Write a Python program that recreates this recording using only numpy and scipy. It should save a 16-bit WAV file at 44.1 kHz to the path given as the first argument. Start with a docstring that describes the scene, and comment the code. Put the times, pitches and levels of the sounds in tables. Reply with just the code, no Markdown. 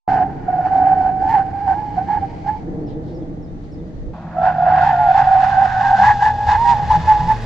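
"""Tyres squeal as a car brakes hard twice on an open road, first far off, then rolling up close.
Stick-slip friction drives the tread near 800 Hz, surging at each grab of the brakes, while sliding
rubber rasps and hisses on the asphalt. In the second stop the engine note sinks, grit crackles and
the wheels judder. Between the stops the far engine growls and a small bird chirps over faint scuffs.
A light breeze rumbles on the two-port microphone that hears it all."""
import sys
import numpy as np
from scipy import signal
from scipy.fft import rfft, irfft, next_fast_len
from scipy.io import wavfile
from scipy.ndimage import uniform_filter1d, minimum_filter1d, map_coordinates

SR = 44100
rng = np.random.default_rng(int(sys.argv[2]) if len(sys.argv) > 2 else 0)


def store_pcm(level_fs):
    """Save levels as 16-bit WAV."""
    pcm = np.round(np.clip(level_fs, -1, 1) * 32767).astype(np.int16)
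    wavfile.write(sys.argv[1], SR, np.atleast_2d(pcm).T)


N = 328545
TIME = np.arange(N) / SR
CLOCK = TIME[::64]  # coarse time for envelopes
START_S, SECOND_RUN_S = .078, 4.13


def undb(db):
    """Amplitude ratio of a level in decibels."""
    return np.exp(np.asarray(db) * (np.log(10) / 20))


def unit(x):
    """Normalisation to rms 1."""
    return x / np.sqrt(np.mean(np.abs(x) ** 2))


def curve(rows):
    """Linear interpolation, with rounded corners, of each column that follows time_s."""
    time_s, *columns = np.transpose(rows)
    return [uniform_filter1d(np.interp(TIME, np.sort(time_s), c), size=256) for c in columns]


def wander(hz):
    """Random modulation: noise of rms 1, low-passed at hz."""
    count = 32768
    freq = np.fft.rfftfreq(count, TIME[-1] / count)
    smooth = irfft(rfft(rng.standard_normal(count)) / (1 + (freq / hz) ** 2))
    return unit(np.interp(TIME, np.linspace(0, TIME[-1], count), smooth))


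def gate(start, end, edge):
    """Trapezoidal window, with all times in seconds."""
    out, span = np.zeros(N), slice(max(int(start * SR), 0), int(end * SR))
    out[span] = np.clip((TIME[span] - start) / edge, 0, 1) * np.clip((end - TIME[span]) / edge, 0, 1)
    return out


def place(x, balance_db):
    """Amplitude panning by a level difference, left minus right."""
    return x * undb(np.array([balance_db, -balance_db]).reshape(2, -1) / 2)


def noise(spectrum, side_db, balance=((100, 0), (1000, 0))):
    """Partly coherent stereo noise of rms 1, falling 60 dB an octave beyond the ends of its spectrum."""
    size = next_fast_len(N)
    octave = np.log2(np.fft.rfftfreq(size, 1 / SR) + 1)
    hz, db = np.transpose(spectrum)
    beyond = np.abs(octave - np.clip(octave, np.log2(hz[0]), np.log2(hz[-1])))
    colour = undb(np.interp(octave, np.log2(hz), db) - 60 * beyond)
    mid, side = rfft(rng.standard_normal((2, size))) * colour
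    port_hz, port_db = np.transpose(balance)
    balance_db = np.interp(octave, np.log2(port_hz), port_db)
    pair = place(mid + undb(side_db) * np.array([side, -side]), balance_db)
    return unit(irfft(pair, size)[:, :N])


# Still air over the fields: frequency_hz, density_db
AIR_SPECTRUM = [(650, -37), (1100, 1), (1460, -4.5), (2040, -2), (2150, -9), (2670, -12.5), (3700, -12.5),
                (4760, -15.5), (5270, -18), (6120, -17), (8140, -27.5), (10600, -54.5), (17900, -120)]

def air():
    """Ambient noise floor: a faint broadband hiss whose level drifts."""
    return undb(-57.5 + .8 * wander(4)) * noise(AIR_SPECTRUM, side_db=.5)


# Breeze on the microphone: time_s, level_db
BREEZE_LEVEL = [(.1, -37.5), (2.3, -42.5), (2.8, -36), (3.9, -37), (4.08, -23.5), (4.2, -46), (4.7, -40),
                (6.6, -32), (7.1, -28.5), (7.45, -27)]
# Its spectrum: frequency_hz, density_db
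BREEZE_SPECTRUM = [(14, -7.5), (22, 6.5), (35, 1), (50, 3), (70, -8)]

def breeze():
    """Turbulent pressure: slow eddies reach each port partly on their own."""
    eddies = noise(BREEZE_SPECTRUM, side_db=-5, balance=[(20, -3), (70, -1)])
    return undb(curve(BREEZE_LEVEL)[0]) * eddies


# Bird chirps: start_s, first_pitch_hz, last_pitch_hz, level_db
CHIRPS = [(2.805, 4230, 4470, -69), (2.835, 4720, 4450, -71), (2.863, 5460, 4570, -57.5),
          (2.925, 3730, 3230, -65), (3.115, 4650, 4500, -69), (3.143, 5530, 4600, -58),
          (3.2, 3700, 3120, -63), (3.42, 5520, 4700, -61), (3.47, 3720, 3600, -68),
          (3.685, 4520, 4505, -70), (3.715, 5510, 4480, -58), (3.775, 3780, 3250, -66),
          (3.845, 4820, 4550, -69), (3.92, 4050, 4350, -67), (3.95, 4300, 4200, -70)]
# Softer twitter among them: time_s, level_db
TWITTER_LEVEL = [(3.2, -85), (3.38, -67), (3.52, -81), (3.65, -69), (3.8, -77), (3.96, -73), (4.06, -87)]

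def bird():
    """Frequency-modulated whistles; scattering from bushes and fence adds an exponential tail."""
    chirp_s, scatter_decay_s, scatter_db = .037, .035, -2.5
    song = np.zeros(N)
    t = TIME[:int(chirp_s * SR)]
    fade = np.clip(np.minimum(t, chirp_s - t) / .008, 0, 1)
    waver = 1 + .01 * wander(200)
    for start, first_hz, last_hz, db in CHIRPS:
        span = slice(int(start * SR), int(start * SR) + len(t))
        hz = (first_hz + (last_hz - first_hz) * (t / chirp_s) ** 2) * waver[span]
        song[span] += undb(db) * fade * np.sin(2 * np.pi * np.cumsum(hz) / SR)
    twitter_hz = (4250 + 200 * wander(30)) * waver
    twitter_gain = undb(curve(TWITTER_LEVEL)[0]) * np.clip(wander(30) + .4, 0, 1)
    song += twitter_gain * np.sin(2 * np.pi * np.cumsum(twitter_hz) / SR)
    count = 8192
    decay = np.exp(-TIME[:count] / scatter_decay_s)
    tail = unit(rng.standard_normal((2, count)) * decay) / np.sqrt(count)
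    return song + undb(scatter_db) * signal.fftconvolve(song[None], tail, axes=1)[:, :N]


# Scuffs in the lull: centre_s, length_s, low_hz, high_hz, level_db
SCUFFS = [(2.909, .11, 2600, 4200, -56), (3.099, 0.21, 2980, 5000, -59.5), (3.648, .12, 2800, 5000, -63)]

def scuffs():
    """Band-limited noise, swelling and fading under triangular envelopes."""
    out = np.zeros((2, N))
    for centre, length, low_hz, high_hz, db in SCUFFS:
        start, count = int((centre - length / 2) * SR), int(length * SR)
        band = signal.butter(2, [low_hz, high_hz], "bandpass", fs=SR, output="sos")
        mid, side = signal.sosfilt(band, rng.standard_normal((2, count)))
        scuff = unit(mid + undb(-3) * np.array([side, -side]))
        out[:, start:start + count] += undb(db) * np.bartlett(count) * scuff
    return out


# Drone of the distant car, and roll of the near tyres: time_s, level_db
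DRONE_LEVEL = [(.1, -29), (.6, -33), (1.2, -29.5), (1.6, -35.5), (2.1, -30.5), (2.55, -34.5), (2.7, -27.5),
               (3.2, -30), (3.45, -31.5), (3.62, -36), (3.82, -32.5), (4.12, -33.5)]
NEAR_ROLL_LEVEL = [(4.15, -34.5), (4.6, -34.5), (5.1, -38.5), (5.7, -34.5), (6.2, -38.5), (7.0, -32.5),
                   (7.45, -39.5)]
# Spectra of the drone, the far tyres and the near tyres: frequency_hz, density_db
DRONE_SPECTRUM = [(65, -47.5), (110, -3), (183, 0.5), (231, -9.5), (300, -1.5), (358, -8), (396, -15),
                  (464, -9.5), (550, -21), (614, -14.5), (692, -23), (846, -36.5), (898, -28.5),
                  (925, -30.5), (1200, -46.5), (1560, -82.5), (2640, -120)]
FAR_ROLL_SPECTRUM = [(550, -8), (800, 6), (1000, -14), (1300, -19.5), (1700, -18), (2400, -28)]
NEAR_ROLL_SPECTRUM = [(140, 8), (175, 10.5), (220, 7), (275, -3.5), (330, -2), (400, -9.5), (520, -7),
                      (620, 2), (780, 2), (1050, -5.5), (1400, -12), (1900, -20), (2500, -31)]

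def road(near):
    """Rolling contact radiates broadband noise; near (0 to 1) crossfades from the far run to the close."""
    drone = undb(curve(DRONE_LEVEL)[0]) * noise(DRONE_SPECTRUM, side_db=-10)
    far_db = np.interp(TIME, [.3, 2.4, 3.1, 4.1], [-36, -38, -44, -55.5])
    far_roll = undb(far_db) * noise(FAR_ROLL_SPECTRUM, side_db=2)
    near_roll = undb(curve(NEAR_ROLL_LEVEL)[0]) * noise(NEAR_ROLL_SPECTRUM, side_db=-22)
    return (1 - near) * (drone + far_roll) + near * near_roll


# Far engine, dying down under braking and picking up as the car turns: time_s, firing_hz, level_db
GROWL = [(.15, 140, -32.5), (.5, 142, -42), (.85, 143, -34.5), (1.25, 148.2, -39), (1.6, 150, -50),
         (2.55, 152, -49.5), (2.7, 154.7, -32.5), (2.76, 152.8, -31), (2.82, 152.3, -28.5),
         (2.92, 145.7, -31.5), (3.02, 155.5, -29.5), (3.1, 159.5, -36), (3.18, 166.8, -30),
         (3.3, 161.4, -35.5), (3.4, 158, -43.5), (3.62, 149.7, -46), (3.8, 159.8, -36.5), (4.0, 159.6, -48),
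         (4.1, 161.5, -32), (4.14, 160, -41.5)]
# Its harmonics: order, relative_db
GROWL_ORDERS = [(1, -2.5), (2, 0.5), (3, -4.5), (4, -16.5)]

def far_engine():
    """Uneven firings give a rough harmonic series whose orders flutter in level and phase on the way."""
    hz, db = curve(GROWL)
    phase = 2 * np.pi * np.cumsum(hz * (1 + .03 * wander(39))) / SR
    note = sum(undb(order_db + 3.5 * wander(40)) * np.sin(order * phase + .6 * wander(35))
               for order, order_db in GROWL_ORDERS)
    return undb(db) * unit(note)


# Near engine on the overrun: time_s, firing_hz
ENGINE_RATE = [(4.13, 172), (4.5, 158), (5.0, 138.5), (5.4, 128), (6.0, 121), (6.5, 119), (7.0, 116),
               (7.45, 113)]
# Its strength: time_s, level_db
ENGINE_LEVEL = [(4.13, -37.5), (4.65, -30.5), (5.1, -33.5), (5.6, -34.5), (6.2, -31), (6.8, -32),
                (7.2, -31), (7.45, -28)]
# Its harmonics: order, relative_db
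ENGINE_ORDERS = [(1, -3), (2, -16.5), (3, -24.5), (4, -18), (5, -22.5)]

def near_engine():
    """Harmonics of the firing rate sink as the car slows; upper orders and mutter emerge close by."""
    phase = 2 * np.pi * np.cumsum(curve(ENGINE_RATE)[0] * (1 + .024 * wander(42.6))) / SR
    muffle_db = np.interp(TIME, [5.5, 6.3], [-13, 0])
    note = sum(undb(db + 2.4 * wander(48) + (order > 2) * muffle_db) * np.sin(order * phase)
               for order, db in ENGINE_ORDERS)
    puffs = unit(1 + .45 * np.cos(phase))  # one puff of noise per firing
    breath = noise([(180, -9.5), (330, -2), (650, -2.5)], side_db=-12.5)
    mutter = undb(2.4 * muffle_db - 11.5) * puffs * breath
    return (unit(note) + mutter) * undb(curve(ENGINE_LEVEL)[0])


# Rumble of wheels and suspension: time_s, level_db
RUMBLE_LEVEL = [(.1, -39), (2.3, -33), (2.8, -40), (4.3, -40.5), (4.8, -39.5), (5.6, -41.5), (6.4, -34.5),
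                (6.9, -31), (7.3, -32.5), (7.45, -49.5)]
# Its spectrum: frequency_hz, density_db
RUMBLE_SPECTRUM = [(45, -9), (62, -9), (79, 0.5), (100, -6), (120, -6)]
# Judder as the brakes grab: centre_s, pitch_hz, length_s, level_db
JUDDER = [(6.015, 206.8, 0.14, -30.5), (6.325, 81.1, 0.14, -33), (6.49, 81.26, .08, -27),
          (6.569, 79, 0.1, -26.5), (6.838, 146, 0.12, -30.5), (6.879, 77.14, 0.23, -25.5),
          (6.981, 164.8, 0.12, -23.5), (7.078, 81, 0.14, -24), (7.216, 135, 0.05, -23.5),
          (7.263, 174.4, 0.13, -27)]

def wheels(rasp_gain):
    """Forced vibration: rolling and each skid shake the suspension, which shudders near the stop."""
    gain = np.hypot(undb(curve(RUMBLE_LEVEL)[0]), undb(-9) * rasp_gain)
    out = gain * noise(RUMBLE_SPECTRUM, side_db=-30.5)
    uneven_time = np.cumsum(1 + .07 * wander(40)) / SR
    for centre, hz, length, db in JUDDER:
        span = slice(int((centre - length / 2) * SR), int((centre + length / 2) * SR))
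        shudder = np.sin(2 * np.pi * hz * uneven_time[span])
        window = 2 * np.bartlett(len(shudder))  # mean of 1
        out[:, span] += undb(db) * window * shudder
    return out


# Grit crunching under the tread: time_s, level_db
GRIT_LEVEL = [(5.0, -88.5), (5.6, -74), (6.0, -75.5), (6.8, -68), (7.45, -61.5)]
# Its spectrum: frequency_hz, density_db
GRIT_SPECTRUM = [(6000, 5), (8000, 4), (10500, 1), (12000, -4), (14000, -14.5), (15000, -19.5)]

def grit():
    """Impulsive noise: sand crackles under the near tyres and two stones snap out."""
    crackle = unit(undb(5 * wander(500) + 3 * wander(8)))
    snaps = sum((TIME > start) * np.exp(-np.abs(TIME - start) / .003) for start in (5.25, 6.648))
    stone_db = np.interp(TIME, [5.2, 6.6], [-63, -53])  # louder as the car nears
    envelope = undb(curve(GRIT_LEVEL)[0]) * crackle + undb(stone_db) * snaps
    return envelope * noise(GRIT_SPECTRUM, side_db=-1)


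# Instants at which the tyre bites: centre_s, half_width_s, depth_db
BITES = [(0.521, 0.0072, -14), (0.69, 0.0096, -11.5), (0.95, 0.0041, -15.5), (1.513, 0.01, -16.5),
         (2.198, .01, -6.5), (4.539, 0.0091, -6), (5.241, 0.012, -3), (5.515, .012, -4), (6.372, 0.011, -9),
         (6.866, 0.017, -9)]

def choke():
    """A moment of grip interrupts stick-slip: Gaussian dips in the level of the squeal."""
    centre, half_width, db = np.transpose(BITES)[:, :, None]
    dips_db = np.sum(db * np.exp(-((CLOCK - centre) / half_width) ** 2), axis=0)
    return np.interp(TIME, CLOCK, undb(dips_db))


# Skids of the leading tyre, one per grab of the brakes:
# start_s, length_s, pitch_hz, glide_hz, squeal_db, roughness, rasp_level_db, hiss_level_db
GRABS = [ (0.057, 0.126, 768, 1, -14.5, 0.98, -29.5, -45.5),
         (0.188, .035, 754, -1, -11.5, 0.74, -30, -53.5), (0.462, 0.16, 739, 2.5, -17, 0.6, -41, -60.5),
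         (0.636, 0.046, 757, 2, -14.5, 0.53, -32, -51.5), (0.698, .13, 759, -1.5, -12.5, 0.56, -40, -51),
         (0.826, .115, 758.5, 9.5, -11, 0.33, -34.5, -53), (0.947, 0.15, 754.4, 3, -15, 0.48, -39.5, -53),
         (1.199, 0.056, 775.7, -1.5, -16.5, 0.34, -41, -52.5),
         (1.274, 0.05133, 906, 21, -19.5, 0.4, -32.5, -44),
         (1.322, 0.03045, 849, -34, -10.5, 0.24, -28.5, -45),
         (1.352, 0.051, 771, -2, -13, 0.41, -31.5, -49), (1.661, 0.06815, 778, 2, -15, 0.67, -37, -50),
         (1.961, 0.025, 748, -6, -15, 0.47, -36.5, -55), (1.993, 0.02487, 764.4, 0, -19, 0.36, -44, -66),
         (2.07, 0.1054, 830.5, 18.5, -17.5, 0.55, -38, -51.5),
         (2.205, 0.039, 788, -1, -21, 0.36, -45.5, -68), (2.443, 0.024, 795, 7.5, -22, 0.6, -47, -61),
         (2.466, 0.026, 845, 34.5, -15.5, 0.36, -35.5, -49.5),
         (4.419, .077, 755, -2, -12.5, 0.81, -26.5, -47.5),
         (4.645, .15, 746.3, 20.5, -12, 0.84, -25.5, -54),
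         (4.785, .125, 795.5, 71.5, -13.5, 1.08, -25.5, -42.5),
         (4.974, .1, 837, -63.5, -14.5, 0.2, -46, -56), (5.065, 0.063, 757.8, -4, -11, 0.27, -30.5, -51),
         (5.134, 0.0919, 790.4, 13, -9.5, 1.12, -23, -40.5), (5.258, .13, 764.5, 1, -10, 0.45, -31.5, -52),
         (5.399, .056, 763, 1, -12, 0.78, -25, -41.5), (5.472, 0.037, 779.5, 0, -14, 0.94, -28.5, -47),
         (5.522, .135, 770.2, 3, -12.5, 0.68, -39, -66.5), (5.792, .16, 802, 0.5, -14.5, 0.82, -31, -42.5),
         (5.966, 0.056, 788.6, 32.5, -9, 0.63, -26.5, -40), (6.011, .098, 852, 8.5, -7.5, .6, -20.5, -35.5),
         (6.202, .09, 846.7, 7.5, -11.5, 0.62, -29, -38.5),
         (6.469, .082, 862.4, 9.5, -11.5, 0.84, -25, -37.5), (6.563, .1, 931, 48, -15, 0.14, -54.5, -48),
         (6.659, .07, 945, -42.5, -11, 0.1, -30.5, -36.5),
         (6.888, 0.069, 857, -40.5, -10, 0.55, -31.5, -40.5), (7.07, 0.05, 863.4, -3, -5, 0, -25.5, -39.5),
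         (7.276, .042, 865.5, -2.5, -10, 0.23, -28, -41.5), ]
ATTACK_S, RELEASE_S = .0232, .016  # a squeal's rise time and decay time constant

def sum_grabs(values, attack_s=ATTACK_S, release_s=RELEASE_S):
    """Power summation: each grab's value is weighted by its squared rise, hold and decay."""
    start, length = np.transpose(GRABS)[:2, :, None]
    rise = np.clip(.5 + (CLOCK - start - ATTACK_S / 2) / attack_s, 0, 1)
    fall = np.exp(-np.clip((CLOCK - start - length + release_s - RELEASE_S) / release_s, 0, 20))
    return np.interp(TIME, CLOCK, np.sum(values * (rise * fall) ** 2, axis=0))


# Light sliding between grabs, one table per stop: time_s, squeal_db, pitch_hz, roughness
LIGHT_SLIDE = [
    [(.25, -21.5, 784, .75), (.4, -47, 756, .7), (.7, -26.5, 762, 0.53), (1.15, -20.5, 756.3, 0.28),
     (1.5, -25.5, 774.6, 0.4), (1.64, -23, 808.3, .3), (1.8, -23.5, 839.2, 0.43), (2.04, -36, 813.7, 0.34),
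     (2.31, -44.5, 852.3, 0.33), (2.43, -54.5, 797, 0.51), (2.5, -24, 866, .4), (2.555, -27.5, 854, 0.34),
     (2.6, -38.5, 863, 0.4)],
    [(4.32, -36, 725, 0.59), (4.39, -18.5, 730.2, 0.64), (4.54, -21.5, 745, 0.85),
     (4.62, -15.5, 734.3, 0.86), (4.9, -16, 749.5, 0.78), (5.02, -23, 754, 0.5), (5.15, -15.5, 759.7, 0.68),
     (5.48, -15.5, 774.3, 0.72), (5.72, -23.5, 776.1, 0.64), (6.36, -20, 822, 0.52),
     (6.46, -18.5, 829.3, 0.59), (6.86, -20.5, 825.8, 0.47), (7.03, -32, 862, 0.27),
     (7.17, -14.5, 847.6, 0.37), (7.38, -38.5, 836.5, 0.47)],
]
# Scrubbing beneath it: time_s, rasp_level_db, hiss_level_db
SCRUB_LEVELS = [(.1, -47, -61.5), (1.2, -48, -61.5), (1.7, -46, -55), (2.55, -76, -55.5),
                (2.66, -47.5, -56), (4.15, -60, -61.5), (4.32, -41.5, -65), (4.7, -32.5, -50),
                (5.7, -27.5, -46), (6.35, -43.5, -49), (6.8, -33.5, -46.5), (7.0, -35.5, -44),
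                (7.45, -37, -46)]

def braking():
    """Grabs and light sliding add in power; pitch and roughness are their power-weighted means."""
    slide_db, slide_hz, slide_rough = curve(np.vstack(LIGHT_SLIDE))
    scrub_rasp_db, scrub_hiss_db = curve(SCRUB_LEVELS)
    start, length, hz, glide_hz, db, rough, rasp_db, hiss_db = np.transpose(GRABS)[:, :, None]
    slide_power = np.clip(1 - sum_grabs(1), 0, 1) * undb(slide_db) ** 2
    grab_power = undb(db) ** 2
    power = slide_power + sum_grabs(grab_power)
    progress = np.clip((CLOCK - start) / (length + ATTACK_S), 0, 1)
    arch = np.sin(np.pi * progress) - np.pi / 4  # mid-grab the pitch crests and the rasp eases
    grab_hz = hz + 16.04 * arch + glide_hz * (progress - .5)
    pitch_hz = (slide_power * slide_hz + sum_grabs(grab_power * grab_hz)) / power
    roughness = (slide_power * slide_rough + sum_grabs(grab_power * rough)) / power
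    rasp_power = sum_grabs(undb(rasp_db - 3.5 * arch) ** 2, attack_s=.044, release_s=.013)
    rasp_gain = np.sqrt(undb(scrub_rasp_db) ** 2 + rasp_power)
    # the hiss swells in a bell just after the middle of each grab
    crest_s, width_s = start + length / 2 + .0058, .0063 + .29 * length
    swell = 1 / np.cosh(np.clip((CLOCK - crest_s) / width_s, -20, 20))
    hiss_power = np.interp(TIME, CLOCK, np.sum((undb(hiss_db) * swell) ** 2, axis=0))
    hiss_gain = np.sqrt(undb(scrub_hiss_db) ** 2 + hiss_power)
    return pitch_hz, np.clip(roughness, 0, 1), np.sqrt(power) * choke(), rasp_gain, hiss_gain


# Rasp of rubber, and its hiss far off, approaching (dulled by air) and close: frequency_hz, density_db
RASP_SPECTRUM = [(620, -19.5), (1050, -2), (1220, -14), (1290, -6), (1340, -14), (1490, -3), (1700, -3.5),
                 (2000, -10.5), (2250, -20.5), (3120, -26), (5280, -120)]
FAR_HISS = [(1290, -17), (2200, 0.5), (2520, -7.5), (2710, -13), (2980, -8), (3300, -13.5), (3820, -16),
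            (4250, -12), (4840, -12.5), (5370, -18), (7180, -24.5), (8140, -31.5), (10600, -60),
            (17900, -120)]
APPROACH_HISS = [(1800, -9), (2300, -7), (2560, 5.5), (2850, -9), (3200, -3), (3480, -2), (3900, -6.5),
                 (4800, -7.5), (5800, -17), (7400, -19.5), (8300, -35.5), (9500, -45.5)]
CLOSE_HISS = [(1800, 1), (2100, -5.5), (2300, -11.5), (2560, 2), (2700, -8.5), (2900, -2), (3150, -9),
              (3500, -2.5), (3850, -6.5), (4900, -8), (5900, -13), (7400, -17), (8100, -28), (9500, -41.5)]
# How the two ports hear the near car: frequency_hz, left_minus_right_db
PORT_BALANCE = [(500, -2), (950, -17.5), (1120, 13), (1380, -3.5), (1700, -2.5), (2200, 3.5), (2900, 3),
                (3600, -1.5), (6000, 0)]

def scrubbing(hz, swing, rasp_gain, hiss_gain):
    """Friction noise: rubber rasps and hisses on asphalt, hardest where the tread's swing is widest."""
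    near = TIME > SECOND_RUN_S
    modulation = unit(14 + swing) * undb(1.1 * wander(62))
    near_rasp = noise(RASP_SPECTRUM, side_db=-9.5, balance=PORT_BALANCE)
    rasp = np.where(near, near_rasp, noise(RASP_SPECTRUM, side_db=-10.5))
    # resampling makes the rasp's spectrum rise with the squeal
    reference_hz, follow_share = 794, .7
    travel = np.cumsum(1 + follow_share * (hz / reference_hz - 1))
    rasp = np.array([map_coordinates(port, [travel], order=1, mode="mirror") for port in rasp])
    close = np.interp(TIME, [4.8, 6], [0, 1])
    near_hiss = np.sqrt(close) * noise(CLOSE_HISS, side_db=-6, balance=PORT_BALANCE)
    near_hiss += np.sqrt(1 - close) * noise(APPROACH_HISS, side_db=-2, balance=PORT_BALANCE)
    hiss = np.where(near, near_hiss, noise(FAR_HISS, side_db=-4))
    sliding = gate(0, 2.66, .081) + gate(SECOND_RUN_S, 8, .0058)
    return sliding * modulation * (undb(-1.5) * rasp_gain * rasp + undb(2) * hiss_gain * hiss)


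def tread(hz, jitter, flutter_db):
    """One rubber patch in stick-slip, as a phasor; road grain modulates its rate and amplitude."""
    rate = hz * (1 + jitter * (wander(40.4) + .44 * wander(215)))
    return undb(flutter_db * wander(66)) * np.exp(2j * np.pi * np.cumsum(rate) / SR)


def overtone(phasor, order):
    """Harmonic generation: the snap of each slip adds a multiple of the tread's rate."""
    return unit(np.abs(phasor) * np.cos(order * np.angle(phasor)))


# Squeals of another wheel: start_s, length_s, first_pitch_hz, last_pitch_hz, level_db, octave_relative_db
SECOND_TYRE = [(1.225, 0.079, 824, 889, -23.5, -23), (1.265, 0.15, 758.4, 816, -21, -25),
               (1.684, 0.061, 770, 759, -19.5, -19.5), (2.28, 0.074, 915, 926, -42.5, -17),
               (4.363, 0.11, 660, 683, -23, -12), (4.58, 0.074, 700, 711, -22, -13),
               (4.816, .026, 715, 723, -16, -8), (4.848, 0.11, 860, 893, -24, -13.5),
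               (5.278, 0.026, 740, 724, -20, -9), (5.344, 0.02, 725, 747, -15, -19),
               (4.692, 0.12, 736.4, 763.6, -23.5, -13), (4.926, 0.21, 705.6, 714.7, -16.5, -16.5),
               (5.534, 0.14, 774.4, 793, -22, -13), (5.74, .09, 750, 758.5, -18.5, -10),
               (5.889, 0.16, 760, 780.8, -14.5, -14), (6.645, .1, 822, 792, -17.5, -21),
               (7.004, .32, 980, 971, -33.5, -24)]

def second_tyre():
    """Stick-slip of a single patch gives short, cleaner squeals that glide on a note of their own."""
    out = np.zeros(N)
    # removing the carrier leaves only the road grain's modulation
    grain = tread(800, jitter=.01, flutter_db=1.5) * np.exp(-2j * np.pi * 800 * TIME)
    for start, length, first_hz, last_hz, db, octave_db in SECOND_TYRE:
        end = start + length
        span = slice(int(start * SR), int(end * SR))
        hz = np.interp(TIME[span], [start, end], [first_hz, last_hz])
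        patch = grain[span] * np.exp(2j * np.pi * np.cumsum(hz) / SR)
        tone = unit(patch.real) + undb(octave_db) * overtone(patch, order=2)
        out[span] += undb(db) * gate(start, end, edge=.0073)[span] * tone
    return place(out, balance_db=-1)


# Bearing of the squeal's fundamental: time_s, left_minus_right_db
BEARING = [(.08, -3.5), (.8, -3.5), (1.3, -5), (2.5, -6), (4.4, -3), (5.2, -2.5), (5.7, -5.5), (6.1, 1),
           (6.5, 0.5), (6.67, -6.5), (6.9, 2), (7.1, -1.5), (7.45, -2.5)]
# Strength of the squeal's octave against the rasp gain: time_s, relative_db
OCTAVE_RE_RASP = [(.1, -8), (.85, -6.5), (1.3, -3.5), (2.5, -1.5), (4.5, -4), (5.2, -22.5), (5.7, -2.5),
                  (6.05, 1.5), (6.3, 5.5), (6.55, -1.5), (6.8, -12.5), (7.15, -1), (7.45, -22)]

def leading_tyre(hz, rough, squeal_gain, rasp_gain, hiss_gain):
    """Stick-slip oscillation: the tread's middle sings and, in a rough slide, beats with its shoulders."""
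    middle = tread(hz, jitter=.003 + .015 * rough, flutter_db=1 + 1.3 * rough)
    inner = .55 * rough * tread(hz * (1 - .058 * rough), jitter=.02, flutter_db=3)
    outer = .48 * rough * tread(hz * (1.04 + .065 * rough), jitter=.032, flutter_db=3)
    rubber = middle + inner + outer
    # friction limits the common swing, so only the fast beats are left
    rubber /= np.sqrt(uniform_filter1d(np.abs(rubber) ** 2, int(.06 * SR)))
    tone = place(squeal_gain * unit(rubber.real), curve(BEARING)[0])
    # each patch snaps on its own, so the octave is three wavering strands that come and go
    strands = sum(share * undb(3.5 * wander(22)) * np.real(patch ** 2) / (np.abs(patch) + 1e-9)
                  for share, patch in ((1, middle), (1.2, inner), (.9, outer)))
    octave_gain = np.hypot(undb(curve(OCTAVE_RE_RASP)[0]) * rasp_gain, undb(-28.5) * squeal_gain)
    octave = place(octave_gain * unit(strands), balance_db=-2)
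    third = undb(-49) * squeal_gain * overtone(rubber, order=3)
    sliding = gate(0, 2.6, .012) + gate(4.31, 8, .061)
    return sliding * (tone + octave + third) + scrubbing(hz, np.abs(rubber), rasp_gain, hiss_gain)


def scene():
    """Superposition of all sources in the open air, with no walls near."""
    hz, rough, squeal_gain, rasp_gain, hiss_gain = braking()
    tyres = leading_tyre(hz, rough, squeal_gain, rasp_gain, hiss_gain) + second_tyre()
    near = gate(SECOND_RUN_S, 8, .0076)
    rolling = grit() + wheels(rasp_gain) + road(near)
    still_air = air()
    engine = (1 - near) * far_engine() + near * near_engine()
    background = still_air + breeze() + scuffs() + bird()
    return (background + engine + rolling + tyres) * gate(START_S, 8, .0013)


# Phase difference between the microphone's ports: frequency_hz, left_lead_rad
PORT_PHASE = [(300, -0.1), (760, -0.33), (880, -.25), (1030, 0.93), (1250, 0.57), (1550, 0.97),
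              (1950, 0.64), (2330, -0.62), (2700, -0.5), (3360, -0.24), (4000, -0.51), (8000, -.4)]

def record(dry):
    """Spaced ports shift the phase; a limiter holds the peaks down and a low-pass cuts the top."""
    ceiling, hold, top_hz = .88, int(.004 * SR), 15000
    size = next_fast_len(N + 4096)
    lead = np.interp(np.fft.rfftfreq(size, 1 / SR), *np.transpose(PORT_PHASE))
    heard = irfft(rfft(dry, size) * np.exp(.5j * np.array([lead, -lead])), size)[:, :N]
    peak = -minimum_filter1d(-np.abs(heard).max(axis=0), 2 * hold)
    gain = uniform_filter1d(np.minimum(1, ceiling / (peak + 1e-9)), hold)
    lowpass = signal.ellip(8, .2, 70, top_hz, fs=SR, output="sos")
    return signal.sosfilt(lowpass, heard * gain)


dry = scene()
out = record(dry)
store_pcm(out)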